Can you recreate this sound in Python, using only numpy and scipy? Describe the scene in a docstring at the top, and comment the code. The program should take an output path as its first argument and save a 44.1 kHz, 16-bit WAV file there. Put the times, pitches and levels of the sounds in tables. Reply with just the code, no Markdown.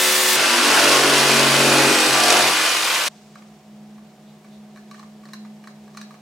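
"""Jigsaw cut, then edge picking

A jigsaw buzzes, at first half again as high and brighter, then bites into a laminate board, saws through
and is lifted clear. Stroke-locked knocks, harmonics and modulated noise make gears, board and teeth; it
breaks off abruptly. In the humming workshop (wavering sines, coloured noise) a steel point then picks
chips off the cut edge: noise bursts through resonances."""
import sys
import numpy as np
from scipy import signal
from scipy.fft import rfft, irfft, next_fast_len
from scipy.io import wavfile
from scipy.ndimage import uniform_filter1d, map_coordinates

SR = 44100
rng = np.random.default_rng(int(sys.argv[2]) if len(sys.argv) > 2 else 0)


def master_out(mix):
    """Clip the mix to full scale and print it as 16-bit PCM to the path in sys.argv[1]."""
    frames = np.transpose(np.atleast_2d(mix))
    ceiling = np.clip(frames, -1, 1)
    pcm = np.round(ceiling * 32767).astype(np.int16)
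    wavfile.write(sys.argv[1], SR, pcm)


N = 273861

DROP_S, STOP_S = 0.362, 3.084  # the buzz drops in pitch; the saw breaks off
GRIP_DB = 1.8  # the bite wavers

# stroke rate, sags under load, recovers when lifted: [t/s, f/Hz]
STROKE_RATE = [(0.38, 48.6), (0.7, 49.2), (1.0, 46.9), (1.45, 46.45), (1.96, 45.55), (2.44, 44.6),
               (3.08, 47)]
# stereo width of the saw, side against mid: [f/Hz, level/dB]
SAW_WIDTH = [(60, -11), (140, -22), (330, -23), (700, -13.5), (2400, -10), (4400, -6), (8100, -11.5),
             (15000, -124)]


def jigsaw():
    """The whole saw: higher opening buzz, crossfade to the cut, abrupt end."""
    rate_hz = curves(STROKE_RATE)[0] * (1 + .0015 * wobble(20))
    slow = after(DROP_S)
    lower = cutting(rate_hz) + buzz(rate_hz) + blade(rate_hz) + squeals()
    saw = np.sqrt(1 - slow) * fast_buzz() + np.sqrt(slow) * lower
    return widen(saw, SAW_WIDTH) * (1 - after(STOP_S))


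# spectra of motor, rasping teeth, sole plate and board: [f/Hz, level/dB]
MOTOR_SPECTRUM = [(40, -38), (170, -16), (400, -6.5), (1100, 1), (1650, 0.5), (1950, -0.5), (2900, -0.5),
                  (4300, -4.5), (8400, -10), (11500, -14), (15800, -26)]
TEETH_SPECTRUM = [(60, -55), (500, -38), (2000, -1.5), (5300, 6.5), (7000, 1.5), (10500, -1), (12800, -34),
                  (15800, -28)]
SOLE_SPECTRUM = [(60, -50), (200, -44), (450, -6), (650, 1.5), (1000, -2), (1650, -2), (2000, -10.5),
                 (9000, -31)]
BOARD_SPECTRUM = [(40, -43), (185, -13), (255, 2.5), (350, 4.5), (680, -5.5), (3000, -54)]
# response of each part: [level in mid-cut/dB, slope on press/(dB/dB), slope on feed/(dB/dB)]
MOTOR_RESPONSE = (-18, 0.031, 0.74)
TEETH_RESPONSE = (-26, 0, 0.9)
SOLE_RESPONSE = (-24.6, 0.45, 1)
BOARD_RESPONSE = (-24, 1.62, 0)
# the last sliver splinters, once a stroke: [t/s, relative level/dB]
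SPLINTERS = [(2.236, 1.5), (2.259, -4), (2.282, 1.5), (2.303, 4), (2.325, 1.5), (2.347, -5), (2.368, -0.5),
             (2.391, -2)]


def cutting(rate_hz):
    """The motor runs on while teeth tear chips, the sole plate rattles and the board rumbles."""
    motor = effort(MOTOR_RESPONSE) * coloured(machine(rate_hz, gears_db=-2.5), MOTOR_SPECTRUM)

    tearing = stroke_noise(rate_hz, upstroke_db=1.5, twice_db=2.0, flutter_db=2.5)
    teeth = effort(TEETH_RESPONSE) * coloured(tearing, TEETH_SPECTRUM)

    slaps = clatter(rate_hz, slop_ms=0.11, scatter_db=5.0, count=24, strokes=6)
    rattle = slaps + room(slaps) + amp(-10.5) * whirr(rate_hz, bins=80)
    sole = effort(SOLE_RESPONSE) * coloured(rattle, SOLE_SPECTRUM)

    growl = amp(GRIP_DB * wobble(35.35)) * whirr(rate_hz, bins=80)
    rumble = growl + slaps + amp(3) * rng.standard_normal(N)
    board = effort(BOARD_RESPONSE) * coloured(rumble, BOARD_SPECTRUM)

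    snaps = placed((s, amp(db) * crackle(t60_s=0.027, spiky_db=-2, crack_db=-13)) for s, db in SPLINTERS)
    splinters = amp(5.5) * filtered(
        snaps, lambda hz: amp(along(TEETH_SPECTRUM, hz)) + amp(along(MOTOR_SPECTRUM, hz)))

    unsteady_hand = amp(0.4 * wobble(20))
    return unsteady_hand * (motor + teeth) + sole + board + splinters


# press of the saw on the board: leans in, eases near the far edge, is lifted: [t/s, level/dB]
PRESS_CURVE = [(0.42, -29.5), (0.56, -29.3), (0.68, -26.3), (0.86, -24.5), (0.98, -23.4), (1.38, -23.6),
               (1.52, -25), (1.68, -22), (1.92, -22.2), (1.99, -27), (2.42, -25.8), (2.72, -39),
               (3.04, -49)]
# bite of the teeth: [t/s, level/dB]
FEED_CURVE = [(0.52, -17.6), (0.79, -14.1), (1.1, -15.9), (1.5, -16.5), (1.8, -16.2), (2.1, -17.1),
              (2.32, -16.5), (2.5, -17.6), (3.04, -20)]
USUAL_PRESS_DB, USUAL_FEED_DB = -24, -17  # mid-cut


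def effort(response):
    """Gain of one part of the saw, driven by press on the board and feed of the teeth."""
    db, per_press, per_feed = response
    press_db = curves(PRESS_CURVE)[0] - USUAL_PRESS_DB
    feed_db = curves(FEED_CURVE)[0] - USUAL_FEED_DB
    return amp(db + per_press * press_db + per_feed * feed_db)


# board resonances meeting a harmonic: [multiple of stroke rate, peak t/s, half length/s, level/dB]
BOARD_HARMONICS = [(7, 0.6, 0.3, -33), (5, 0.64, 0.2, -31.5), (6, 0.723, 0.12, -27.5),
                   (14, 0.875, 0.08, -29), (23, 0.95, .08, -31), (7, 1.09, 0.16, -30), (8, 1.08, 0.17, -30),
                   (10, 1.04, 0.14, -30.5), (9, 1.2, 0.22, -30), (5, 1.45, 0.42, -30),
                   (14, 1.5, 0.25, -31.5), (6, 1.76, 0.2, -32), (11, 2.03, 0.14, -31), (18, 2.1, 0.3, -32),
                   (7, 2.25, 0.35, -31), (14, 2.27, 0.18, -30), (16, 2.3, .15, -31)]
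# the board pumps air at three times the stroke rate: [t/s, level/dB]
AIR_PUMP = [(0.39, -43), (0.52, -56), (0.7, -43), (1.55, -29.5), (1.87, -31.5), (2.02, -54), (2.11, -35.5),
            (2.34, -49), (2.44, -40), (2.7, -62.5)]
BLUR_HZ = 3  # changing load blurs each harmonic


def buzz(rate_hz):
    """Stroke harmonics swell and waver as the lengthening cut retunes the board."""
    pumped = amp(curves(AIR_PUMP)[0]) * (sine(3 * rate_hz) + amp(-29) * sine(2 * rate_hz))
    swells = np.zeros(N)
    for k, s, half_s, db in BOARD_HARMONICS:
        gain = amp(db + GRIP_DB * wobble(35.15)) * swell(s, half_s)
        swells += gain * sine(round(k) * rate_hz + BLUR_HZ * wobble(45.37))
    return pumped + swells


# blade resonance, loudest deep in the cut: [t/s, f/Hz, level/dB]
BLADE_RING = [(0.4, 2590, -32), (1.03, 2750, -31), (1.3, 2560, -33), (1.8, 2490, -27), (2.15, 2500, -31),
              (2.4, 2500, -33), (3.05, 2420, -34)]
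BLADE_WIDTH_HZ = 150


def blade(rate_hz):
    """The ringing blade lifts the stroke harmonics near its drifting resonance."""
    ring_hz, db = curves(BLADE_RING)
    lines = np.zeros(N)
    for k in range(51, 61):
        hz = k * rate_hz
        resonance = 1 / (1 + (2 * (hz - ring_hz) / BLADE_WIDTH_HZ) ** 2)
        lines += resonance * sine(hz + 9 * wobble(90))
    return amp(db) * unit(lines)


# squeals, whistles, howl of the almost severed board:
# [start t/s, end t/s, start f/Hz, end f/Hz, random f deviation/Hz, level/dB]
SQUEAL_GLIDES = [(0.66, 0.9, 1600, 1600, 280, -24), (0.4, 1.6, 5600, 5250, 220, -37),
                 (0.95, 1.95, 10900, 9300, 230, -38.5), (1.715, 1.76, 10100, 10100, 130, -30),
                 (1.8, 2.22, 8350, 7900, 260, -31), (2.1, 2.5, 660, 700, 150, -27.5),
                 (2.8, 3.14, 15300, 12300, 140, -41)]
SQUEAL_LOW_HZ = 330  # high-pass corner


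def squeals():
    """Narrow, rough resonances that swell, slide and fade: sines with fast random pitch."""
    out = np.zeros(N)
    for start_s, end_s, from_hz, to_hz, width_hz, db in SQUEAL_GLIDES:
        progress = np.clip((clock() - start_s) / (end_s - start_s), 0, 1)
        envelope = np.sqrt(np.abs(np.sin(np.pi * progress)))
        hz = from_hz + (to_hz - from_hz) * progress + width_hz * wobble(700)
        out += amp(db) * envelope * sine(hz)
    return filtered(out, lambda hz: 1 - np.exp(-(hz / SQUEAL_LOW_HZ) ** 4))


FAST_HZ = 74.0  # repetition rate of the opening buzz, half again as high
# clear tones of the opening buzz: [multiple of its repetition rate, level/dB]
FAST_TONES = [(3, -41), (5, -33.5), (7, -34.5), (8, -38.5), (13, -40), (15, -34), (24, -33), (47, -34),
              (112, -39)]
# spectrum of the opening buzz: [f/Hz, level/dB]
FAST_SPECTRUM = [(50, -36), (150, -16.5), (300, -4.5), (1800, 3), (3500, 2), (6500, -1), (9000, -1),
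                 (11000, -5), (15800, -5.5)]


def fast_buzz():
    """The opening buzz, half again as high and brighter: a few clean tones stand out of a dense whirr."""
    rate_hz = FAST_HZ * (1 + 0.00081 * wobble(14))
    tones = sum(amp(db + 0.51 * wobble(40.0)) * sine(round(k) * rate_hz) for k, db in FAST_TONES)
    gears = machine(rate_hz, gears_db=-8) + amp(-6) * whirr(rate_hz, bins=170)
    return tones + amp(-17.0) * coloured(gears, FAST_SPECTRUM)


def machine(rate_hz, gears_db):
    """Gear and guide-roller clatter, smeared by housing and room, in the rush of the cooling fan."""
    knocks = clatter(rate_hz, slop_ms=.045, scatter_db=3.0, count=28, strokes=18)
    knocks = knocks + amp(1) * housing(knocks)
    gears = unit(knocks + amp(2.0) * room(knocks))
    fan = stroke_noise(rate_hz, upstroke_db=-1.0, twice_db=-1.5, flutter_db=1.16)
    return unit(amp(gears_db) * gears + fan)


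HOUSING_T60_S = 0.011  # decay before whitening


def housing(x):
    """The plastic shell smears each knock in time, favouring no pitch: whitened decaying noise."""
    t = np.arange(SR // 50) / SR
    echo = rfft(rng.standard_normal(len(t)) * amp(-60 * t / HOUSING_T60_S))
    allpass = np.roll(irfft(echo / np.abs(echo)), len(t) // 2)
    return unit(signal.fftconvolve(x, allpass)[:N])


def clatter(rate_hz, slop_ms, scatter_db, count, strokes):
    """Knocks at count fixed crank angles, jittered in time and size; pattern drifts over some strokes."""
    turns = np.cumsum(rate_hz) / SR
    angles = np.arange(int(turns[-1]))[:, None] + rng.random(count)
    pattern = uniform_filter1d(rng.standard_normal(angles.shape), size=strokes, axis=0)
    sizes = pattern * amp(scatter_db * rng.standard_normal(angles.shape))
    s = np.interp(angles, turns, clock()) + slop_ms / 1000 * rng.standard_normal(angles.shape)
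    samples = np.clip(np.round(s * SR), 0, N - 1).astype(int)
    return unit(np.bincount(samples.ravel(), sizes.ravel(), N))


def stroke_noise(rate_hz, upstroke_db, twice_db, flutter_db):
    """Noise with level cycles once (peak on the upstroke if positive) and twice a stroke, plus flutter."""
    crank = 2 * np.pi * np.cumsum(rate_hz) / SR
    force_db = upstroke_db * np.cos(crank) + twice_db * np.cos(2 * crank) + flutter_db * wobble(260)
    return unit(amp(force_db) * rng.standard_normal(N))


def whirr(rate_hz, bins):
    """Even comb of weak harmonics: a mechanism that repeats exactly every stroke."""
    stroke = irfft(np.exp(2j * np.pi * rng.random(bins)))
    turns = np.cumsum(rate_hz) / SR
    return unit(map_coordinates(stroke, [turns % 1 * len(stroke)], mode="grid-wrap"))


# chips breaking off: [t/s, level/dB, treble level/dB]
CHIP_EVENTS = [(3.3555, -33.5, -21), (3.421, -42, -25), (3.9799, -42.5, -29), (4.445, -43, -19),
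               (4.76, -40, -15), (4.7726, -37.5, -18), (4.9120, -32.5, -14), (4.944, -36, -19),
               (4.98, -42, -20), (4.994, -33, -17.5), (5.0287, -36, -36), (5.235, -40.5, -23),
               (5.254, -39.5, -11), (5.2867, -40, -14), (5.334, -29.5, -8.5), (5.449, -39.5, -22),
               (5.6394, -39.5, -17), (5.673, -32, -17), (5.878, -42, -17), (5.948, -38, -18),
               (5.9717, -28.5, -10.5), (5.989, -42, -20), (6.0134, -33.5, -8), (6.108, -35, -21),
               (6.141, -39.5, -22)]
# the glove rubs on the board, most while taking hold: [t/s, level/dB]
GLOVE_RUB = [(3.2, -58), (3.7, -65)]
# the point slides without catching: [t/s, half length/s, level/dB]
POINT_SLIDES = [(3.172, 0.028, -64), (4.29, .04, -63.5), (4.542, 0.035, -60)]
# edge hiss under the sliding point: [f/Hz, width/Hz, level/dB]
SLIDE_MODES = [(3700, 700, 0)]
DRAG_HALF_S, DRAG_LAG_S, DRAG_DB = 0.042, 0.018, -32.5  # drag around each chip, dB against the chip


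def picking():
    """Chips crack off singly; the point drags around each and slides in between; the glove rubs."""
    chips = placed((s, chip(s, db, treble_db)) for s, db, treble_db in CHIP_EVENTS)
    drags = sum(amp(db + DRAG_DB) * swell(s + DRAG_LAG_S, DRAG_HALF_S) for s, db, _ in CHIP_EVENTS)
    friction = np.hypot(amp(curves(GLOVE_RUB)[0]), drags)
    grit = amp(1.2 * wobble(82)) * rng.standard_normal(N)
    scrape_spectrum = [(100, -17), (900, -6.0), (2800, -4.0), (4000, -4.0),
                       (5500, -3.5), (8200, -7.5), (10000, -18), (15800, -29)]  # f/Hz, level/dB
    scrape = friction * coloured(grit, scrape_spectrum)
    hiss = unit(ring(rng.standard_normal(N), SLIDE_MODES))
    slides = sum(amp(db) * swell(s, half_s) for s, half_s, db in POINT_SLIDES) * hiss
    return chips + amp(-7.0) * room(chips) + scrape + slides


# modes of board edge, steel point and snapping coating: [f/Hz, width/Hz, level/dB]
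EDGE_MODES = [(1130, 75, 8.5), (1430, 260, -4), (1703, 190, 0), (2370, 200, -6), (2940, 100, -10.5)]
POINT_MODES = [(3980, 160, 2.5), (4360, 140, 2), (4770, 170, -5), (5370, 280, -8), (6000, 250, -8),
               (8460, 260, -11), (12300, 650, -26)]
COATING_SNAP = [(5200, 1700, -18)]
USUAL_TREBLE_DB, DULLING_DB_PER_DB = -19.5, 0.26  # a soft chip spares the upper edge modes


def chip(s, db, treble_db):
    """One chip snaps off drily and rings edge and steel point, a little differently at each spot."""
    edge = at_spot(EDGE_MODES)
    tilt = amp(DULLING_DB_PER_DB * (treble_db - USUAL_TREBLE_DB))
    crack = crackle(t60_s=0.036, spiky_db=2, crack_db=-4)
    wood = unit(ring(crack / tilt, edge[:1]) - ring(crack * tilt, edge[1:]))
    tap = crackle(t60_s=0.04, spiky_db=2, crack_db=-12)
    steel = unit(ring(tap, at_spot(POINT_MODES)))
    snap = amp(COATING_SNAP[0][2]) * unit(ring(crack, COATING_SNAP))
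    treble = amp(treble_db) * (amp(-14.5) * steel + snap)
    return amp(db) * (amp(-20) * wood + treble)


SPOT_DETUNE, SPOT_DB = .012, 1.4  # spread per spot: pitch share, level


def at_spot(modes):
    """The same modes, shifted a little at random in pitch and level."""
    return [(hz * (1 + SPOT_DETUNE * rng.normal()), width_hz, db + SPOT_DB * rng.normal())
            for hz, width_hz, db in modes]


def crackle(t60_s, spiky_db, crack_db):
    """One crack (an impulse) and a short, dying noise burst of tiny fractures."""
    t = np.arange(SR // 10) / SR
    sizes_db = spiky_db * rng.standard_normal(len(t))
    burst = rng.standard_normal(len(t)) * amp(sizes_db - 60 * t / t60_s)
    return burst / np.linalg.norm(burst) + amp(crack_db) * (t == 0)


def ring(x, modes):
    """x through a bank of two-pole resonances of alternating sign."""
    m = next_fast_len(len(x))
    f = np.fft.rfftfreq(m, 1 / SR)
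    response = 0
    for k, (hz, width_hz, db) in enumerate(modes):
        mode = 1j * f * width_hz / (hz * hz - f * f + 1j * f * width_hz)
        response = response + (-1) ** k * amp(db) * mode
    return irfft(rfft(x, m) * response, m)[:len(x)]


DRONE_HZ, DRONE_DB = 211.7, -45
# brief swells and dips of the drone: [t/s, half length/s, level change/dB]
DRONE_CHANGES = [(3.15, 0.25, -5.5), (3.607, 0.049, -9), (3.9, 0.15, 2.5), (4.16, 0.061, -9),
                 (4.41, .04, -8), (4.58, 0.084, 3), (5.426, .12, 6), (6.03, .05, 5), (6.2, 0.072, -5.5)]
# faint tones of the droning machine: [f/Hz, level/dB]
UPPER_TONES = [(629.8, -64), (737.5, -63.5)]
# spectrum of the room air: [f/Hz, level/dB]
AIR_SPECTRUM = [(25, -45), (68, -0.5), (105, -12), (160, 10), (270, -2), (370, 5.5), (480, -1), (740, 0.5),
                (1300, -10.5), (2500, -13.5), (15800, -28.5)]


def workshop():
    """A machine's swelling drone with faint upper tones, a wavering lower hum and the air of the room."""
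    changes_db = sum(db * swell(s, half_s) for s, half_s, db in DRONE_CHANGES)
    drone_db = DRONE_DB + 0.68 * wobble(18) + changes_db
    drone = amp(drone_db) * sine(DRONE_HZ + 0.49 * wobble(3.7))
    low_hum = amp(-57.5 + 1.2 * wobble(7.7)) * sine(149.8 + 1.06 * wobble(8.3))
    tones = sum(amp(db) * sine(hz + 3 * wobble(12)) for hz, db in UPPER_TONES)
    air = amp(-52.5) * coloured(rng.standard_normal(N), AIR_SPECTRUM)
    return drone + low_hum + tones + air


# reverberation of the workshop: [f/Hz, t60/s]
ROOM_DECAY = [(150, 0.28), (1000, 0.29), (4000, 0.38), (14000, 0.18)]


def room(x):
    """Diffuse echo of the workshop: noise tail of unit energy, decay set per frequency."""
    hz, t, z = signal.stft(rng.standard_normal(SR // 2), SR, nperseg=256)
    decay = amp(-60 * t / along(ROOM_DECAY, hz)[:, None])
    tail = signal.istft(z * decay, SR, nperseg=256)[1]
    return signal.fftconvolve(x, tail / np.linalg.norm(tail))[:N]


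def widen(x, width):
    """Add a diffuse side signal, opposite in left and right, with level set per frequency."""
    side = filtered(room(x), lambda hz: amp(along(width, hz)))
    return np.array([x + side, x - side])


def amp(db):
    """Decibels to gain."""
    return 10 ** (np.asarray(db) / 20)


def unit(x):
    """Scale to rms 1."""
    return x / np.sqrt(np.mean(x ** 2) + 1e-20)


def clock():
    """Time of every sample, s."""
    return np.arange(N) / SR


def along(points, hz):
    """Interpolate (Hz, value) points on a log frequency axis."""
    f, v = np.transpose(points)
    return np.interp(np.log(hz + 1), np.log(f + 1), v)


def curves(rows):
    """One value per sample for each column after the time."""
    s, *cols = np.transpose(rows)
    return [np.interp(clock(), s, c) for c in cols]


def wobble(knots_per_s):
    """A smooth random curve: spline through normal knots."""
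    knots = rng.standard_normal(int(N * knots_per_s / SR) + 4)
    coarse = np.arange(0, N + 16, 16)
    return np.interp(np.arange(N), coarse, map_coordinates(knots, [coarse * knots_per_s / SR]))


def after(s):
    """A switch from 0 to 1 in an 8 ms ramp centred on s."""
    return np.clip((clock() - s) / .008 + .5, 0, 1)


def swell(s, half_s):
    """A smooth (Gaussian) rise and fall around time s."""
    return np.exp(-((clock() - s) / half_s) ** 2)


def sine(hz):
    """A sine of rms 1 that follows a frequency curve."""
    return np.sqrt(2) * np.sin(2 * np.pi * (np.cumsum(hz * np.ones(N)) / SR + rng.random()))


def filtered(x, response):
    """x times a response of frequency."""
    m = next_fast_len(N + SR // 2)
    return irfft(rfft(x, m) * response(np.fft.rfftfreq(m, 1 / SR)), m)[..., :N]


def coloured(x, spectrum):
    """x shaped by a spectrum, at rms 1."""
    return unit(filtered(x, lambda hz: amp(along(spectrum, hz))))


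def placed(sounds):
    """Lay (s, sound) pairs on the time line."""
    out = np.zeros(N + SR)
    for s, sound in sounds:
        out[round(s * SR):][:len(sound)] += sound
    return out[:N]


# stereo width of the quiet shop, side against mid: [f/Hz, level/dB]
SHOP_WIDTH = [(200, -29), (700, -13.5), (2400, -6), (8100, -5.5), (15000, -17)]
SHOP_PAN_DB = 0.1  # right up, left down


def scene():
    """First the saw, then the quiet shop."""
    shop = widen(picking() + workshop(), SHOP_WIDTH) * amp([[-SHOP_PAN_DB], [SHOP_PAN_DB]])
    return jigsaw() + after(STOP_S) * shop


TOP_HZ = 15900  # band limit


def record(dry):
    """Round off peaks, then cut everything above the band limit."""
    rounded = dry / (1 + np.abs(dry / .95) ** 6) ** (1 / 6)
    return filtered(rounded, lambda hz: hz < TOP_HZ)


dry = scene()
out = record(dry)
master_out(out)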